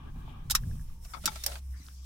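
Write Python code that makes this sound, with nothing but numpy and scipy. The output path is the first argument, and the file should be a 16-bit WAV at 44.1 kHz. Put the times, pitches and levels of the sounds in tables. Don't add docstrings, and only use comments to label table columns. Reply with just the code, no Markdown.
import sys
import numpy as np
from scipy import signal
from scipy.fft import rfft, irfft, next_fast_len
from scipy.io import wavfile
from scipy.ndimage import uniform_filter1d, map_coordinates

SR = 44100
rng = np.random.default_rng(int(sys.argv[2]) if len(sys.argv) > 2 else 0)


def attenuation_scalar(level_db):
    decades = np.asarray(level_db, float) / 20
    return 10 ** decades


def output_pcm(signal):
    pcm = np.clip(np.atleast_2d(signal).T, -1, 1) * 32767
    wavfile.write(sys.argv[1], SR, np.round(pcm).astype(np.int16))


N = 90404
FREQ = np.fft.rfftfreq(next_fast_len(N + 8192), 1 / SR)


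def unit(x):
    return x / np.sqrt(np.mean(x ** 2) + 1e-20)


def along(points, hz):
    f, v = np.transpose(points)
    return np.interp(np.log(hz + 1), np.log(f + 1), v)


def curves(rows):
    s, *cols = np.transpose(rows)
    return [np.interp(np.arange(N) / SR, s, c) for c in cols]


def wobble(rate):
    knots = rng.standard_normal(int(N * rate / SR) + 4)
    return map_coordinates(knots, [np.arange(N) * rate / SR])


def stroke(start, end, fade):
    t = np.arange(N) / SR
    return np.clip(np.minimum(t - start, end - t) / fade + .5, 0, 1) ** 2


def even(x, seconds):
    power = np.abs(uniform_filter1d(x[0] ** 2, int(seconds * SR)))
    return unit(x / np.sqrt(power + 0.012))


def peaks(table, hz):
    power = 0
    for c, w, db in table:
        power = power + attenuation_scalar(2 * db) * (hz * w) ** 2 / ((c * c - hz * hz) ** 2 + (hz * w) ** 2)
    return np.sqrt(power)


def sides(points, hz):
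    return attenuation_scalar(along(points, hz) * np.array([[.5], [-.5]]))


def causal(gain):
    c = irfft(np.log(gain + 1e-6))
    half = c.shape[-1] // 2
    c = np.concatenate([c[..., :1], 2 * c[..., 1:half], np.zeros_like(c[..., half:])], axis=-1)
    return irfft(np.exp(rfft(c)))[..., :half]


# (frequency [Hz], likeness [0-1])
LIKENESS = [(45, 1), (130, 0.98), (290, 0.66), (640, 0)]


def rush(gain, patchy_db):
    z = signal.stft(rng.standard_normal((2, N)), nperseg=512)[2]
    field = uniform_filter1d(uniform_filter1d(rng.standard_normal(z.shape[1:]), 6, 0), 8, 1)
    pair = signal.istft(z * attenuation_scalar(patchy_db * unit(field)), nperseg=512)[1][:, :N]
    turn = np.arccos(np.clip(along(LIKENESS, FREQ), -1, 1)) / 2
    mid, side = rfft(pair, 2 * len(FREQ) - 2) * [np.cos(turn), np.sin(turn)]
    return unit(irfft(np.array([mid + side, mid - side]) * gain)[:, :N])


# (frequency [Hz], time to fall 60 dB [s])
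CABIN_DECAY = [(300, 0.15), (1500, 0.072), (5000, 0.052), (14000, 0.039)]


def cabin(wet_db):
    hz, t, z = signal.stft(rng.standard_normal((2, 6144)), SR, nperseg=128)
    decay = attenuation_scalar(-60 * t / along(CABIN_DECAY, hz)[:, None])
    tail = signal.istft(z * decay, SR, nperseg=128)[1]
    build_up = np.clip(np.arange(tail.shape[1]) / (0.0017 * SR), 0, 1)
    tail = attenuation_scalar(wet_db) * tail / np.linalg.norm(tail[0]) * build_up
    tail[:, 0] += 1
    return tail


def contacts(events, modes, broad, side, ring_db, wet_db, spiky_db):
    out = np.zeros((2, N + SR))
    hz, t = np.fft.rfftfreq(8192, 1 / SR), np.arange(2048) / SR
    for s, db, length, tilt_db, aside in events:
        chatter = rng.standard_normal((2, 2048)) * attenuation_scalar(spiky_db * rng.standard_normal(2048))
        chatter = chatter[0] + 0.81 * chatter[1] * np.array([[1], [-1]])
        chatter = chatter * np.exp(-(t / max(length, 3e-4)) ** 4) * (1 - np.exp(-t / 0.00099))
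        ring = 1 + attenuation_scalar(ring_db) * peaks(modes, hz)
        colour = attenuation_scalar(along(broad, hz)) * ring * attenuation_scalar(tilt_db * np.log2((hz + 200) / 4000))
        hit = signal.fftconvolve(chatter, causal(colour * sides(side, hz) ** aside), axes=1)
        hit = signal.fftconvolve(hit, cabin(wet_db), axes=1)
        out[:, round(s * SR):][:, :hit.shape[1]] += attenuation_scalar(db) * hit / np.sqrt(np.sum(hit ** 2) / 40)
    return out[:, :N]


def dings(events, cycles, rough=0):
    out, t = np.zeros(N + SR), np.arange(SR // 2) / SR
    for s, db, hz in events:
        slip = uniform_filter1d(uniform_filter1d(rng.standard_normal(len(t)), 120), 120)
        slip = 1 + rough * unit(slip)
        envelope = np.exp(-t * hz / cycles) * (1 - np.exp(-t * hz / 1.06))
        out[round(s * SR):][:len(t)] += attenuation_scalar(db) * slip * np.sin(2 * np.pi * hz * t) * envelope
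    return out[:N]


# (frequency [Hz], level [dB])
HISS_COLOUR = [(200, -48), (300, 20.5), (700, 9.5), (2500, 7), (6000, 7), (15600, -39)]


def hiss():
    return attenuation_scalar(-75) * rush(attenuation_scalar(along(HISS_COLOUR, FREQ)), patchy_db=4.5)


# (pitch [Hz], level [dB], start [s], end [s])
WHINE_TONES = [
    (920, -74, 0.75, 1.08),
    (870, -78.5, 0.87, 1.1),
    (498, -80, .75, 1.11),
    (14500, -80, 0.23, 0.22),
]


def whines():
    t, out = np.arange(N) / SR, 0
    for hz, db, start, end in WHINE_TONES:
        out = out + attenuation_scalar(db + 2.4 * wobble(23)) * stroke(start, end, 0.038) * np.sin(2 * np.pi * hz * t)
    return out


# (time [s], level [dB])
AIR_FLOW = [(0, -54), (.09, -53), (.125, -65), (.16, -56.5), (.38, -53.5), (.47, -60), (1.1, -74),
            (1.6, -71.5)]
# (frequency [Hz], width [Hz], level [dB])
DUCT_TONES = [(262, 83, 3.5), (822, 206, -3), (1125, 147, -1), (1617, 110, -6.5), (2390, 90, -7.5),
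              (3250, 1100, -9)]


def fan():
    flow_db, = curves(AIR_FLOW)
    ducts = (peaks(DUCT_TONES, FREQ) / (1 + (FREQ / 4300) ** 4)) ** 1.5
    air = rush(ducts * attenuation_scalar([[1.5], [-1.5]]), patchy_db=1.5)
    return attenuation_scalar(flow_db + 0.16 * wobble(29)) * air


# (time [s], pitch [Hz], level [dB])
BOOM_PATH = [(.9, 58.5, -60.5), (1.03, 59.65, -44.5), (1.11, 60, -55), (1.21, 58.5, -45.5),
             (1.3, 60.2, -58), (1.37, 59.7, -41), (1.42, 61.54, -54), (1.53, 62.26, -40.5),
             (1.62, 67.1, -44.5), (1.72, 64.6, -35.5), (1.85, 65.3, -51.5), (2.01, 64.6, -43)]


def boom():
    hz, boom_db = curves(BOOM_PATH)
    phase = 2 * np.pi * np.cumsum(hz + .5 * wobble(10.5)) / SR
    return np.sqrt(2) * attenuation_scalar(boom_db) * np.sin(phase)


# (time [s], seat level [dB], hand level [dB])
MOVEMENT = [(0.0, -51, -49.5), (0.19, -46, -40), (0.22, -47.5, -41.5), (0.38, -49, -48.5),
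            (0.42, -48.5, -38.5), (0.46, -43.5, -44), (0.59, -47.5, -34.5), (0.62, -39, -36),
            (0.67, -38, -39.5), (0.72, -38.5, -40.5), (0.93, -53.5, -39.5), (1.02, -57.5, -48.5),
            (1.05, -54, -40), (1.1, -60, -52), (1.28, -47, -49), (1.42, -59.5, -49), (1.79, -56, -58),
            (2.0, -63, -63)]
# (frequency [Hz], level [dB])
SEAT_COLOUR = [(50, -8.5), (80, 1), (150, 0), (230, -14.5), (500, -49.5)]
# (frequency [Hz], level [dB])
HAND_COLOUR = [(10, 2.5), (25, 12.5), (45, 6.5), (70, 7), (90, -47)]


def body():
    seat_db, hand_db = curves(MOVEMENT)
    seat = even(rush(attenuation_scalar(along(SEAT_COLOUR, FREQ)), patchy_db=-1.0), 0.0348)
    hand = even(rush(attenuation_scalar(along(HAND_COLOUR, FREQ)), patchy_db=-1.1), 0.064)
    return attenuation_scalar(seat_db + 1.2 * wobble(29.89)) * seat + attenuation_scalar(hand_db) * hand


# (time [s], level [dB])
SLEEVE_EFFORT = [(.5, -80), (.58, -65), (.66, -59), (.82, -62.5), (.86, -69), (1.0, -69.5), (1.05, -58.5),
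                 (1.17, -56), (1.21, -62), (1.6, -67), (1.68, -65), (1.8, -60), (2.05, -63)]
# (frequency [Hz], level [dB])
CLOTH_COLOUR = [(3800, -24), (4700, -24), (5300, -4.5), (6500, -11.5), (9000, -10.5), (11000, -14.5),
                (13000, -16), (15600, -20)]
# (frequency [Hz], left over right [dB])
CLOTH_SIDE = [(1000, 21.5), (4000, 20), (8000, -11.5), (14000, -18)]


def sleeve():
    effort_db, = curves(SLEEVE_EFFORT)
    cloth = rush(attenuation_scalar(along(CLOTH_COLOUR, FREQ)) * sides(CLOTH_SIDE, FREQ), patchy_db=1.5)
    return attenuation_scalar(effort_db + 2.7 * wobble(29.6)) * cloth


# (time [s], level [dB], pitch [Hz])
HAND_BUMPS = [(.655, -24, 21.2), (.673, -18, 104), (.718, -41, 128), (.755, -45, 110), (.845, -33, 24),
              (1.24, -36, 237), (1.255, -30, 208), (1.263, -30.5, 297), (1.271, -36, 193),
              (1.283, -40.5, 345), (1.355, -40, 154), (1.8, -39.5, 254)]


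def thumps():
    return dings(HAND_BUMPS, cycles=1.3)


# (time [s], level [dB], pitch [Hz])
TRIM_CREAKS = [(.279, -43.5, 870), (.541, -40, 1200), (.636, -43, 1660), (.712, -47, 1670),
               (.714, -56, 824), (.753, -59, 1235), (.795, -54, 1700), (.812, -61, 1710), (.896, -55, 1200),
               (1.052, -54.5, 670), (1.054, -49.5, 1170), (1.06, -51, 2250), (1.242, -41.5, 615),
               (1.278, -25, 1360), (1.357, -46.5, 647), (1.464, -34.5, 836), (1.52, -41, 556)]


def creaks():
    return dings(TRIM_CREAKS, cycles=5.1, rough=.5) * attenuation_scalar([[2.5], [-2.5]])


# (time [s], level [dB], pitch [Hz])
RING_TICKS = [
    (1.866, -31, 4800),
    (1.8856, -32, 3400),
    (1.8856, -35, 1400),
    (2.045, -39, 4240),
]


def nicks():
    return dings(RING_TICKS, cycles=1.1) * attenuation_scalar([[3.5], [-3.5]])


# (start [s], end [s], level [dB], pitch [Hz], width over pitch)
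FINGER_SCUFFS = [
    (0.608, 0.786, -65.5, 472, 0.53),
    (0.253, 0.343, -63, 2960, 0.44),
    (1.066, 1.186, -64, 1200, 0.74),
    (1.365, 1.463, -58.5, 3650, 0.021),
    (1.45, 1.579, -50.5, 617, 0.42),
    (1.723, 1.929, -65, 1670, 0.7),
    (1.741, 2.197, -63.5, 5240, 0.63),
]


def scuffs():
    out = 0
    for start, end, db, hz, width in FINGER_SCUFFS:
        skin = rush(peaks([(hz, width * hz, 0)], FREQ) ** 2, patchy_db=3.5)
        out = out + attenuation_scalar(db + 0.74 * wobble(120)) * stroke(start, end, 0.065) * skin
    return out * attenuation_scalar([[2.5], [-2.5]])


# (time [s], level [dB], chatter length [s], tilt [dB per octave])
COLUMN_KNOCKS = [(1.135, -23.5, 0.0074, -1.5), (1.146, -26.5, 0.0048, -4), (1.166, -32, 0.0084, -7.5),
                 (1.237, -31, 0.018, 0.5), (1.2746, -17, 0.003, 2.5), (1.281, -23.5, 0.0019, 1),
                 (1.317, -35, 0.0093, -8), (1.356, -29, 0.0059, 4), (1.478, -31, 0.0049, -3),
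                 (1.515, -30.5, 0.01, -1), (1.555, -31, .0015, 1.5)]
# (frequency [Hz], width [Hz], level [dB])
COLUMN_MODES = [(870, 29, -4.5), (1322, 127, -2.5), (2250, 110, -6), (3546, 140, -4), (4730, 290, -6.5)]
# (frequency [Hz], level [dB])
COLUMN_COLOUR = [(250, -28.5), (800, -18), (6000, -23.5), (8500, -27.5), (15500, -49)]
# (frequency [Hz], left over right [dB])
COLUMN_PLACE = [(500, 2), (1500, 5), (5000, 5.5), (10000, -9.5)]


def column():
    knocks = [(*row, 1) for row in COLUMN_KNOCKS]
    return contacts(knocks, COLUMN_MODES, COLUMN_COLOUR, COLUMN_PLACE, ring_db=15.0, wet_db=1.5, spiky_db=7)


# (time [s], level [dB], pitch [Hz])
SHELL_CLACKS = [
    (.499, -30.5, 1400),
    (.512, -36, 870),
    (.551, -23.5, 1286),
    (.554, -33, 2520),
    (.557, -30, 1087),
    (1.257, -28, 2210),
    (1.557, -39, 1570),
    (1.557, -37, 2380),
]


def clacks():
    return dings(SHELL_CLACKS, cycles=3.5, rough=.5) * attenuation_scalar([[2.5], [-2.5]])


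# (time [s], level [dB])
DRAW_EFFORT = [(1.2, -55.5), (1.29, -49.5), (1.37, -48.5), (1.42, -51), (1.49, -46), (1.56, -49.5),
               (1.59, -54), (1.61, -67), (1.64, -71)]
# (frequency [Hz], level [dB])
BLADE_COLOUR = [(400, -14.5), (900, -10.5), (4500, -3), (9000, -6.5), (15600, -13)]
# (frequency [Hz], left over right [dB])
LOCK_PLACE = [(600, -2.5), (1500, 9.5), (2800, -1.5), (5500, 5), (7300, -6.5), (8800, -16), (14000, -13)]


def blade():
    effort_db, = curves(DRAW_EFFORT)
    drag = rush(attenuation_scalar(along(BLADE_COLOUR, FREQ)) * sides(LOCK_PLACE, FREQ) ** 0.59, patchy_db=1.0)
    flutter_db = .8 * wobble(59.9) + 0.51 * wobble(270)
    return attenuation_scalar(effort_db + flutter_db) * stroke(1.2, 1.66, 0.059) * drag


# (time [s], level [dB], chatter length [s], tilt [dB per octave], how far right [0-1])
DETENT_SNAPS = [(.4985, -20, 0.0057, -5, 1), (.5063, -14.5, 0.0026, -3, 1), (.5098, -12.5, 0.0017, 1, 0.53),
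                (.5145, -16.5, .004, 1, 0.8), (.5492, -25, 0.001, -3, 0.5), (.5511, -7, 0.0018, -3, 0.74),
                (.5545, -11.5, 0.0014, -2, 0.65), (1.047, -39.5, 0.0067, -5.5, 1),
                (1.2563, -10.5, 0.0028, -1, 0.57), (1.2603, -14, .0015, 1, 1),
                (1.264, -23, 0.0018, -4.5, 1), (1.4367, -19, 0.0061, -2, 0.57),
                (1.4623, -11, 0.0029, -1, 1)]
# (frequency [Hz], width [Hz], level [dB])
LOCK_MODES = [(1200, 300, -20), (2620, 190, -9), (3830, 140, -10.5), (5340, 150, -12.5), (7100, 310, -11.5),
              (8400, 190, -17), (13530, 710, -7)]
# (frequency [Hz], level [dB])
LOCK_COLOUR = [(400, -29.5), (800, -22.5), (1150, -12), (2600, -8.5), (5600, 2.5), (15500, -8)]


def lock():
    return contacts(DETENT_SNAPS, LOCK_MODES, LOCK_COLOUR, LOCK_PLACE, ring_db=12.0, wet_db=-.8, spiky_db=3.5)


def scene():
    background = hiss() + whines() + fan() + boom()
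    person = body() + sleeve() + thumps() + scuffs()
    plastic = creaks() + column() + clacks()
    return background + person + plastic + nicks() + blade() + lock()


def band_limit(x):
    return signal.sosfilt(signal.butter(12, 16680, fs=SR, output="sos"), x)


def record(dry):
    top_hz, edge_hz = 15900, 120
    edge = attenuation_scalar(-30 * np.clip((FREQ - top_hz) / edge_hz, 0, None) ** .4)
    mix = irfft(rfft(dry, 2 * len(FREQ) - 2) * edge)[:, :N]
    return band_limit(mix)


dry = scene()
out = record(dry)
output_pcm(out)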